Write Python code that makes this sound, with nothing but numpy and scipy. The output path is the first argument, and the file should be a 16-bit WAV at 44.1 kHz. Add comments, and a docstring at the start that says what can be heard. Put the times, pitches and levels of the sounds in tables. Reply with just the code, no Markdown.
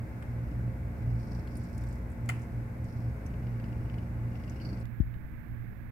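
"""Purring cat with nursing kittens

A mother cat purrs softly in a box: her larynx chops the breath into puffs that excite chest, throat and
nose. Her kittens nurse with hollow sucking pops, wet ticks, rustling fur and one sharp snap. Behind them
air rushes and an appliance hums, its close tones beating. Near the end the sound jumps, with a thin tick,
to a closer position where the microphone's left port is covered and a fingertip bumps it."""
import sys
import numpy as np
from scipy import signal
from scipy.fft import rfft, irfft, next_fast_len
from scipy.io import wavfile
from scipy.ndimage import map_coordinates

SR = 44100
rng = np.random.default_rng(int(sys.argv[2]) if len(sys.argv) > 2 else 0)


def inscribe(sig):
    """Save sig as 16-bit PCM at rate SR to the path in sys.argv[1].

    A 1-D sig is mono; a 2-D sig holds one channel per row.
    Samples are clipped to [-1, 1] before scaling.
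    """
    pcm = np.round(np.clip(np.atleast_2d(sig).T, -1, 1) * 32767)
    wavfile.write(sys.argv[1], SR, pcm.astype(np.int16))


N = 260631
T = np.arange(N) / SR
JUMP_S = 4.828  # the sound jumps to a closer position with the left port covered
PORT_LAG_S = .00038  # the cats' direct sound reaches the left port this much later


def amp(db):
    """Decibels to amplitude ratio."""
    return 10 ** (np.asarray(db) / 20)


def unit(x):
    """Normalisation to rms 1."""
    return x / np.sqrt(np.mean(x ** 2) + 1e-20)


def along(points, hz):
    """Interpolation of (frequency_hz, value) points on a logarithmic frequency axis."""
    frequencies, values = np.transpose(points)
    return np.interp(np.log(hz + 1), np.log(frequencies + 1), values)


def wobble(rate):
    """Random modulation: a smooth curve through `rate` Gaussian knots a second."""
    return map_coordinates(rng.standard_normal(int(N * rate / SR) + 4), [T * rate], mode="nearest")


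def filtered(x, response):
    """Linear filtering: the spectrum of x times a frequency response."""
    size = next_fast_len(N + SR // 2)
    return irfft(rfft(x, size) * response(np.fft.rfftfreq(size, 1 / SR)), size)[..., :N]


def coloured(x, points):
    """Zero-phase filtering by (frequency_hz, gain_db) points."""
    return filtered(x, lambda hz: amp(along(points, hz)))


def diffuse(spectrum, null_hz=1060, alike=0.91):
    """Diffuse field at two spaced ports: noise of rms 1 whose coherence falls as a sinc of frequency."""
    def response(hz):
        angle = np.arccos(np.clip(alike, 0, 1) * np.sinc(hz / null_hz)) / 2
        return amp(along(spectrum, hz)) * [np.cos(angle), np.sin(angle)]
    mid, side = filtered(rng.standard_normal((2, N)), response)
    return unit(np.array([mid + side, mid - side]))


def placed(spectrum, lag_s, direct):
    """Direct plus scattered field: noise of rms 1 whose direct share reaches the left port later."""
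    def response(hz):
        return amp(along(spectrum, hz)) * np.exp(1j * np.pi * hz * lag_s * np.array([[-1], [1]]))
    ray = unit(filtered(rng.standard_normal(N), response))
    return np.sqrt(direct) * ray + np.sqrt(1 - direct) * diffuse(spectrum)


def burst(start_s, attack_s, t60_s):
    """Envelope of a damped transient: exponential rise and decay."""
    t = np.maximum(T - start_s, 0)
    return (1 - np.exp(-t / attack_s)) * amp(-60 * np.minimum(t / t60_s, 10))


def flutter(pulses, attack_s, t60_s):
    """Convolution gives each pulse a short puff; the envelope has rms 1."""
    return unit(signal.fftconvolve(pulses, burst(0, attack_s, t60_s)[:SR // 8])[:N])


def stroke(start_s, length_s, attack_s=0.098, release_s=0.088):
    """Trapezoidal envelope of one breath or movement."""
    opening = np.clip((T - start_s) / attack_s + .5, 0, 1)
    closing = np.clip((start_s + length_s - T) / release_s + .5, 0, 1)
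    return opening * closing


def larynx(strokes, jitter_s=.0006, shimmer_db=1.47):
    """Glottal pulse train: the larynx snaps open about 24 times a second, with jitter and shimmer."""
    ends = [row[0] for row in strokes[1:]] + [N / SR]
    times = np.concatenate([np.arange(start, end - .5 / rate, 1 / rate)
                            for (start, _, rate, *_), end in zip(strokes, ends)])
    timing, strength = rng.standard_normal((len(times), 2)).T
    onsets = np.clip((times + jitter_s * timing) * SR, 0, N - 1).astype(int)
    pulses = np.zeros(N)
    pulses[onsets] = amp(shimmer_db * strength)
    return pulses


def purr(fizz_limit_db=-67.5):
    """Source and resonator: each puff thumps the chest, rattles the throat and fizzes in the moist nose."""
    # breaths: start_s, length_s, pulse_rate_hz, chest_db, throat_db, nose_db, rise_db (throat and nose)
    strokes = [(0.0, 0.37, 23, -55.5, -82, -80.5, -2), (0.384, 0.36, 23.8, -44.5, -77, -81.5, -9),
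               (0.937, 0.22, 24.4, -46.5, -76, -79, 2), (1.151, 0.27, 25.4, -44.5, -81, -67, 6),
               (1.465, 0.48, 22.7, -46.5, -79, -70, -2), (2.2, 0.45, 24.8, -53, -83, -82, -4),
               (2.843, 0.28, 25.2, -45.5, -80, -71.5, -5), (3.212, 0.84, 23.5, -45, -71.5, -79.5, 3),
               (4.066, .24, 24, -45.5, -79, -95, 5), (4.3147, 0.29, 24.8, -47.5, -68, -73, 4),
               (4.606, 0.28, 24.5, -45, -71, -71, -8), (4.9, 1.04, 23, -46.5, -83, -93, -4)]
    # ribcage resonances: pitch_hz, level_db, t60_s
    rib_modes = [(76, 2, 0.12), (186, -2.5, 0.087)]
    # airflow noise in chest, throat and nose: frequency_hz, level_db
    chest_spectrum = [(20, -55), (35, -32), (75, 0.5), (130, 4.5), (152, -5.5), (185, 1.5), (210, -14.5),
                      (310, -5), (385, -22), (900, -28), (2000, -63)]
    throat_spectrum = [(900, -16), (1400, -1), (2100, -1), (2550, -1.5), (2870, 4.5), (3100, -12),
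                       (3300, -9), (3900, -24), (4800, -12), (6000, -30), (12000, -45)]
    nose_spectrum = [(3000, -33), (3850, -10), (4250, -1), (4550, -2), (4850, 2), (5100, 0), (5400, 4),
                     (5750, -2), (6300, -9), (7600, -14), (8700, -7), (9400, -19), (11000, -16.5),
                     (16000, -35)]
    pulses = larynx(strokes)
    thump, rattle, fizz = np.zeros((3, N))
    for start, length, _, chest_db, throat_db, nose_db, rise_db in strokes:
        flow = stroke(start, length)
        swell_db = rise_db * (np.clip((T - start) / length, 0, 1) - .5)
        thump += flow * amp(chest_db)
        rattle += flow * amp(throat_db + swell_db)
        fizz += flow * amp(np.minimum(nose_db + swell_db, fizz_limit_db))
    rib_response = sum(amp(db) * burst(0, 0.0011, t60) * np.sin(2 * np.pi * hz * T)
                       for hz, db, t60 in rib_modes)
    ribs = amp(-3.5) * unit(signal.fftconvolve(pulses, rib_response[:SR // 4])[:N])
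    chest = thump * (ribs + flutter(pulses, 0.0015, 0.083) * diffuse(chest_spectrum, alike=1.0))
    throat = rattle * amp(1.5 * wobble(60)) * flutter(pulses, 0.002, 0.15) * diffuse(throat_spectrum)
    crackle = unit(amp(2.7 * wobble(260) + .7 * wobble(24.91)))
    nose = fizz * crackle * flutter(pulses, .001, 0.26) * placed(nose_spectrum, PORT_LAG_S, direct=0.24)
    return chest + throat * amp([[1.5], [-1.5]]) + nose + nose_whistle(pulses)


def appliance(drone_hz=57.97):
    """Beating: close tones of two motors and the mains throb an octave above a drone, under a thin whine."""
    # level contours of the drone and the hum: time_s, level_db
    drone_levels = [(0.0, -61), (0.53, -37), (0.98, -43), (1.11, -34.5), (1.67, -47.5), (1.86, -37.5),
                    (2.25, -45), (2.41, -52.5), (2.59, -41), (2.86, -57), (3.23, -41), (4.32, -45.5),
                    (4.71, -39.5), (4.8, -43)]
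    hum_levels = [(0, -35), (0.25, -44.5), (0.65, -37.5), (0.85, -42), (1.09, -36), (1.24, -41), (1.5, -44),
                  (1.76, -39), (1.98, -45.5), (2.3, -39.5), (2.6, -38), (2.74, -45), (2.8, -41),
                  (3.05, -41), (3.6, -38.5), (4.25, -40.5), (4.8, -41), (5.1, -36), (5.5, -44)]
    # beating tones and steady whine: pitch_hz, level_db
    hum_tones = [(115.92, 0), (116.53, -11), (117.54, 0), (120.09, -2)]
    whine_tones = [(34.5, -61), (85, -54), (120, -50), (173.8, -54.5), (232.2, -50.3), (290, -62),
                   (528.8, -62.5), (870.8, -68), (1057.7, -78.5), (1117, -78)]
    drone_gain = amp(np.interp(T, *np.transpose(drone_levels)) + 2.5 + 1.1 * wobble(14))
    drone = drone_gain * np.sin(2 * np.pi * drone_hz * T + 0.24 * wobble(8))
    crest_s = np.where(T < JUMP_S, 4.24, 5.61)  # the tones swell together at these times
    beats = sum(amp(db) * np.sin(2 * np.pi * hz * (T - crest_s) + [[-.17], [.17]] + 0.26 * wobble(14))
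                for hz, db in hum_tones)
    hum_gain = amp(np.interp(T, *np.transpose(hum_levels)) + 1.1 * wobble(26))
    hum = hum_gain * coloured(beats, [(150, -0.5), (600, -100)])
    whine = sum(amp(db + 1.11 * wobble(4.02)) * np.sin(2 * np.pi * hz * T + 0.26 * wobble(4))
                for hz, db in whine_tones)
    return drone + hum * amp([[-.7], [.7]]) + np.sqrt(2) * whine


def room_air():
    """Resonance: the modes of room and box lift narrow bands in a steady rush of air."""
    # moving air: frequency_hz, level_db
    spectrum = [(22, -34.5), (30, -25), (40, -6.5), (75, 2), (190, -9), (300, -14), (400, -19),
                (720, -22.5), (900, -26), (1150, -28.5), (2250, -30.5), (2650, -40), (3080, -47.5),
                (4600, -48.5), (10000, -52), (12700, -46.5), (15700, -53), (16100, -83)]
    # modes of room and box: centre_hz, width_hz, gain_db
    modes = [(76, 14, 1.5), (188, 9.5, 6), (313, 35, 4), (418, 14, 5.5), (469, 14, 3), (610, 30, 3),
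             (694, 51, 4), (1080, 180, 2), (1490, 166, 5), (1650, 110, 3), (2017, 66, 4), (2180, 170, 2.5),
             (2580, 73, 3.5), (8620, 570, 3)]

    def lift(hz):
        return amp(sum(db / (1 + (2 * (hz - centre) / width) ** 2) for centre, width, db in modes))
    return amp(-42 + 0.3 * wobble(5.02)) * filtered(diffuse(spectrum, alike=0.93), lift)


def sucks(ring_db=-6.5, ring_t60_s=0.023):
    """Cavity resonance: a kitten's mouth lets go of the teat with a pop and rings at two pitches."""
    # releases of the teat: start_s, level_db, low_hz, high_hz
    releases = [(0.2236, -46, 1610, 2674), (1.474, -49.5, 3220, 4400), (1.8372, -54, 2410, 3600),
                (5.1405, -51.5, 1150, 3800)]
    # pop in the hollow of the mouth: frequency_hz, level_db
    spectrum = [(500, -13), (1000, 3.5), (1800, 3.5), (2500, -3), (2800, -1.5), (3400, -12), (5000, -15),
                (6300, -23), (8500, -12), (14000, -32)]
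    waver = 1.3 * wobble(1100)  # fast phase modulation roughens the ring
    pops, rings = np.zeros((2, N))
    for start, db, low_hz, high_hz in releases:
        low = np.sin(2 * np.pi * low_hz * T + waver)
        high = amp(0.5) * np.sin(2 * np.pi * high_hz * T - waver)
        pops += amp(db) * burst(start, .0006, 0.035)
        rings += amp(db + ring_db) * burst(start, 0.00054, ring_t60_s) * (low + high)
    return pops * placed(spectrum, PORT_LAG_S, direct=.4) + rings


def room(x):
    """Reverberation: wall reflections form a noise tail whose treble dies first."""
    # reverberation times: frequency_hz, t60_s
    decay_times = [(200, .35), (2000, 0.14), (8000, 0.16), (15000, 0.071)]
    hz, t, bands = signal.stft(rng.standard_normal((2, SR // 2)), SR, nperseg=256)
    decay = amp(-60 * t / along(decay_times, hz)[:, None])
    tail = signal.istft(bands * decay, SR, nperseg=256)[1]
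    return signal.fftconvolve(x, tail / np.linalg.norm(tail[0]), axes=1)[:, :N]


def fur(hairs_per_s=190, scatter_db=3):
    """Shot noise: single hairs flick past each other at random while a kitten wriggles."""
    # movements: start_s, length_s, level_db
    wriggles = [(1.55, .45, -75), (2.3, .16, -76)]
    # rustle of hair: frequency_hz, level_db
    spectrum = [(3000, -20), (5200, 2), (7000, 0), (9500, -2), (12000, -7), (15500, -17)]
    flicks = (rng.random(N) < hairs_per_s / SR) * amp(scatter_db * rng.standard_normal(N))
    motion = sum(amp(db) * stroke(start, length) for start, length, db in wriggles)
    return motion * flutter(flicks, attack_s=.0002, t60_s=.018) * placed(spectrum, PORT_LAG_S, direct=.4)


def wet_ticks():
    """Band-limited transients: tongues and fur give brief puffs of noise, each around its own pitch."""
    # ticks: start_s, level_db, centre_hz, width_octaves, t60_s, left_minus_right_db
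    ticks = [(1.5544, -56, 9400, .3, .025, 2.5), (1.569, -50, 9600, .28, .045, 0),
             (1.6347, -59, 7690, .2, .04, 0), (1.7794, -47, 8010, .45, 0.019, .5),
             (1.8372, -56.5, 7840, .5, 0.023, 0), (1.886, -55, 7900, .14, .025, -.5),
             (1.9265, -58.5, 6850, .5, .035, .5), (2.1006, -65, 8900, .3, .04, 2.5),
             (2.117, -62, 7900, .2, .05, 1), (2.258, -58, 7200, .45, .03, 1.5),
             (2.4179, -57.5, 6700, .35, 0.033, 4), (2.4304, -60, 6330, .4, .03, 2.5),
             (2.843, -60, 7100, .25, .03, 3.5), (3.262, -52, 5950, .09, 0.034, 4.5),
             (3.2628, -55, 8300, .4, .025, 4), (4.496, -51.5, 6300, .3, .032, 3),
             (4.8012, -62, 8380, .15, 0.039, .5)]
    out = np.zeros((2, N + SR))
    size = SR // 8
    hz = np.fft.rfftfreq(size, 1 / SR) + 1
    for start, db, centre_hz, width, t60, pan_db in ticks:
        band = 1 / (1 + (np.log2(hz / centre_hz) / width) ** 2)
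        noise = rng.standard_normal((2, size)) + 0.46 * rng.standard_normal(size)  # partly coherent
        puff = unit(irfft(rfft(noise) * band, size)) * burst(0, 0.00048, t60)[:size]
        onset = round(start * SR)
        out[:, onset:onset + size] += amp(db + pan_db * np.array([[.5], [-.5]])) * puff
    return out[:, :N]


def snap(lag_s=.00142):
    """Impulse and free decay: a bright crack and rebound, a hollow ring, a wash lingering in the box."""
    # crack and rebound: start_s, level_db, t60_s
    impacts = [(2.2906, -27, 0.021), (2.2988, -36.5, 0.026)]
    # modes of the ring: pitch_hz, level_db, t60_s
    modes = [(747, -15, 0.038), (1140, -14, 0.03), (1335, -12, 0.032), (1466, -11.5, 0.039),
             (1879, -12, 0.026), (2080, -2.5, 0.032), (2405, -10.5, 0.038), (3010, -18.5, 0.033)]
    # noise of the crack and of the wash: frequency_hz, level_db
    crack_spectrum = [(500, -7), (950, 5), (1400, 10.5), (2100, 10.5), (2750, 1), (3100, 2), (3700, -4),
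                      (5200, -8), (7300, 0), (11000, -4.5), (13300, -17), (15500, -7)]
    wash_spectrum = [(550, -22), (750, -1), (1200, -3), (2100, -1), (2700, -3.5), (3100, -13), (3700, -21),
                     (7300, -23), (11000, -21), (15000, -28)]
    envelope = sum(amp(db) * burst(start, 0.00019, t60) for start, db, t60 in impacts)
    crack = envelope * placed(crack_spectrum, lag_s, direct=.5)
    port_time = T - lag_s * np.array([[1], [0]])
    ring = sum(amp(db) * burst(2.2932, 0.002, t60) * np.sin(2 * np.pi * (hz * port_time + rng.random()))
               for hz, db, t60 in modes)
    wash = amp(-47.5) * burst(2.294, 0.0027, 0.45) * diffuse(wash_spectrum)
    return crack + amp(-19.0) * ring * amp([[1], [-1]]) + wash


def throat_clicks():
    """Formant filtering: soft wet clicks ring briefly in the purring cat's moist throat."""
    # clicks: start_s, level_db
    clicks = [(3.339, -61), (3.4692, -59.5), (3.5999, -58.5), (3.6408, -56), (3.727, -58), (3.8983, -56),
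              (3.9417, -55), (3.9836, -55), (4.3542, -58), (4.438, -57), (4.4782, -58.5), (4.6002, -58)]
    # throat resonances: frequency_hz, level_db
    spectrum = [(1200, -13), (2100, -2), (2550, -5), (2750, 3), (2920, 4.5), (3080, -8), (3700, -19),
                (4300, -13), (4850, -9), (5500, -21), (9000, -27), (14000, -40)]
    envelope = sum(amp(db + 7) * burst(start, attack_s=.0004, t60_s=.021) for start, db in clicks)
    return envelope * placed(spectrum, PORT_LAG_S, direct=.45) * amp([[1.2], [-1.2]])


def nose_whistle(pulses):
    """Amplitude modulation: a narrowed nostril whistles on one breath, pulsing with the larynx."""
    # narrow band of nostril noise: frequency_hz, level_db
    spectrum = [(3800, -43), (4280, -1.5), (4800, 1), (5150, -13), (5800, -15), (6600, -41.5)]
    breath = amp(-47) * burst(start_s=4.605, attack_s=0.053, t60_s=0.41)
    return breath * flutter(pulses, 0.0047, 0.11) * diffuse(spectrum) * amp([[-1], [1]])


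def jump(x):
    """Crossfade: after the jump the left side is muffled, the right changes tone and both get a bump."""
    # response of each side after the jump: frequency_hz, gain_db
    left_response = [(30, 13), (60, -6.5), (120, -21), (250, -19), (450, -25.5), (2000, -23.5), (3500, -8),
                     (11000, -8), (15000, -0.5)]
    right_response = [(40, -8), (120, -1.5), (235, -2.5), (300, -4), (540, -6.5), (800, -4.5), (1200, -0.5),
                      (1480, -0.5), (1680, 5.5), (2050, 1.5), (2700, 1.5), (3500, 0.5), (5500, -10.5),
                      (9000, -8), (11500, -0.7), (13500, 5.5), (15500, 4)]
    thud = bump()
    left = coloured(x[0], left_response) + thud
    right = coloured(x[1], right_response) + amp(-16.5) * thud
    blend = np.clip((T - JUMP_S) / 0.0084, 0, 1)
    return x * (1 - blend) + np.array([left, right]) * blend


def bump(start_s=5.0035, high_hz=195, low_hz=51, settle_s=0.0044):
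    """Damped oscillation: a fingertip presses the port, and the pressure swing slows as it settles."""
    t = np.maximum(T - start_s, 0)
    cycles = low_hz * t + (high_hz - low_hz) * settle_s * (1 - np.exp(-t / settle_s))
    pressure = amp(-9.0) * burst(start_s, 0.00049, 0.13) * np.sin(2 * np.pi * cycles)
    return coloured(pressure, [(150, -1.5), (310, 3.5), (430, -13.5), (900, -13)])


def scene():
    """Superposition: the purr, the small close sounds with their reverberation, the appliance and air."""
    close = wet_ticks() + sucks() + fur() + throat_clicks() + snap()
    return purr() + close + amp(-11) * room(close) + appliance() + room_air()


def record(dry):
    """Band-limited pickup: the sound jumps, with a thin tick, to a closer position; the end fades."""
    fade_s, top_hz = .008, 16500
    fade = np.clip((T[-1] - T) / fade_s, 0, 1)
    tick = amp(-42) * burst(4.8555, .0001, 0.0031) * diffuse([(3000, 2.5), (7000, -9), (15000, -11.5)])
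    return filtered(jump(dry * fade) + tick, lambda hz: hz < top_hz)


dry = scene()
out = record(dry)
inscribe(out)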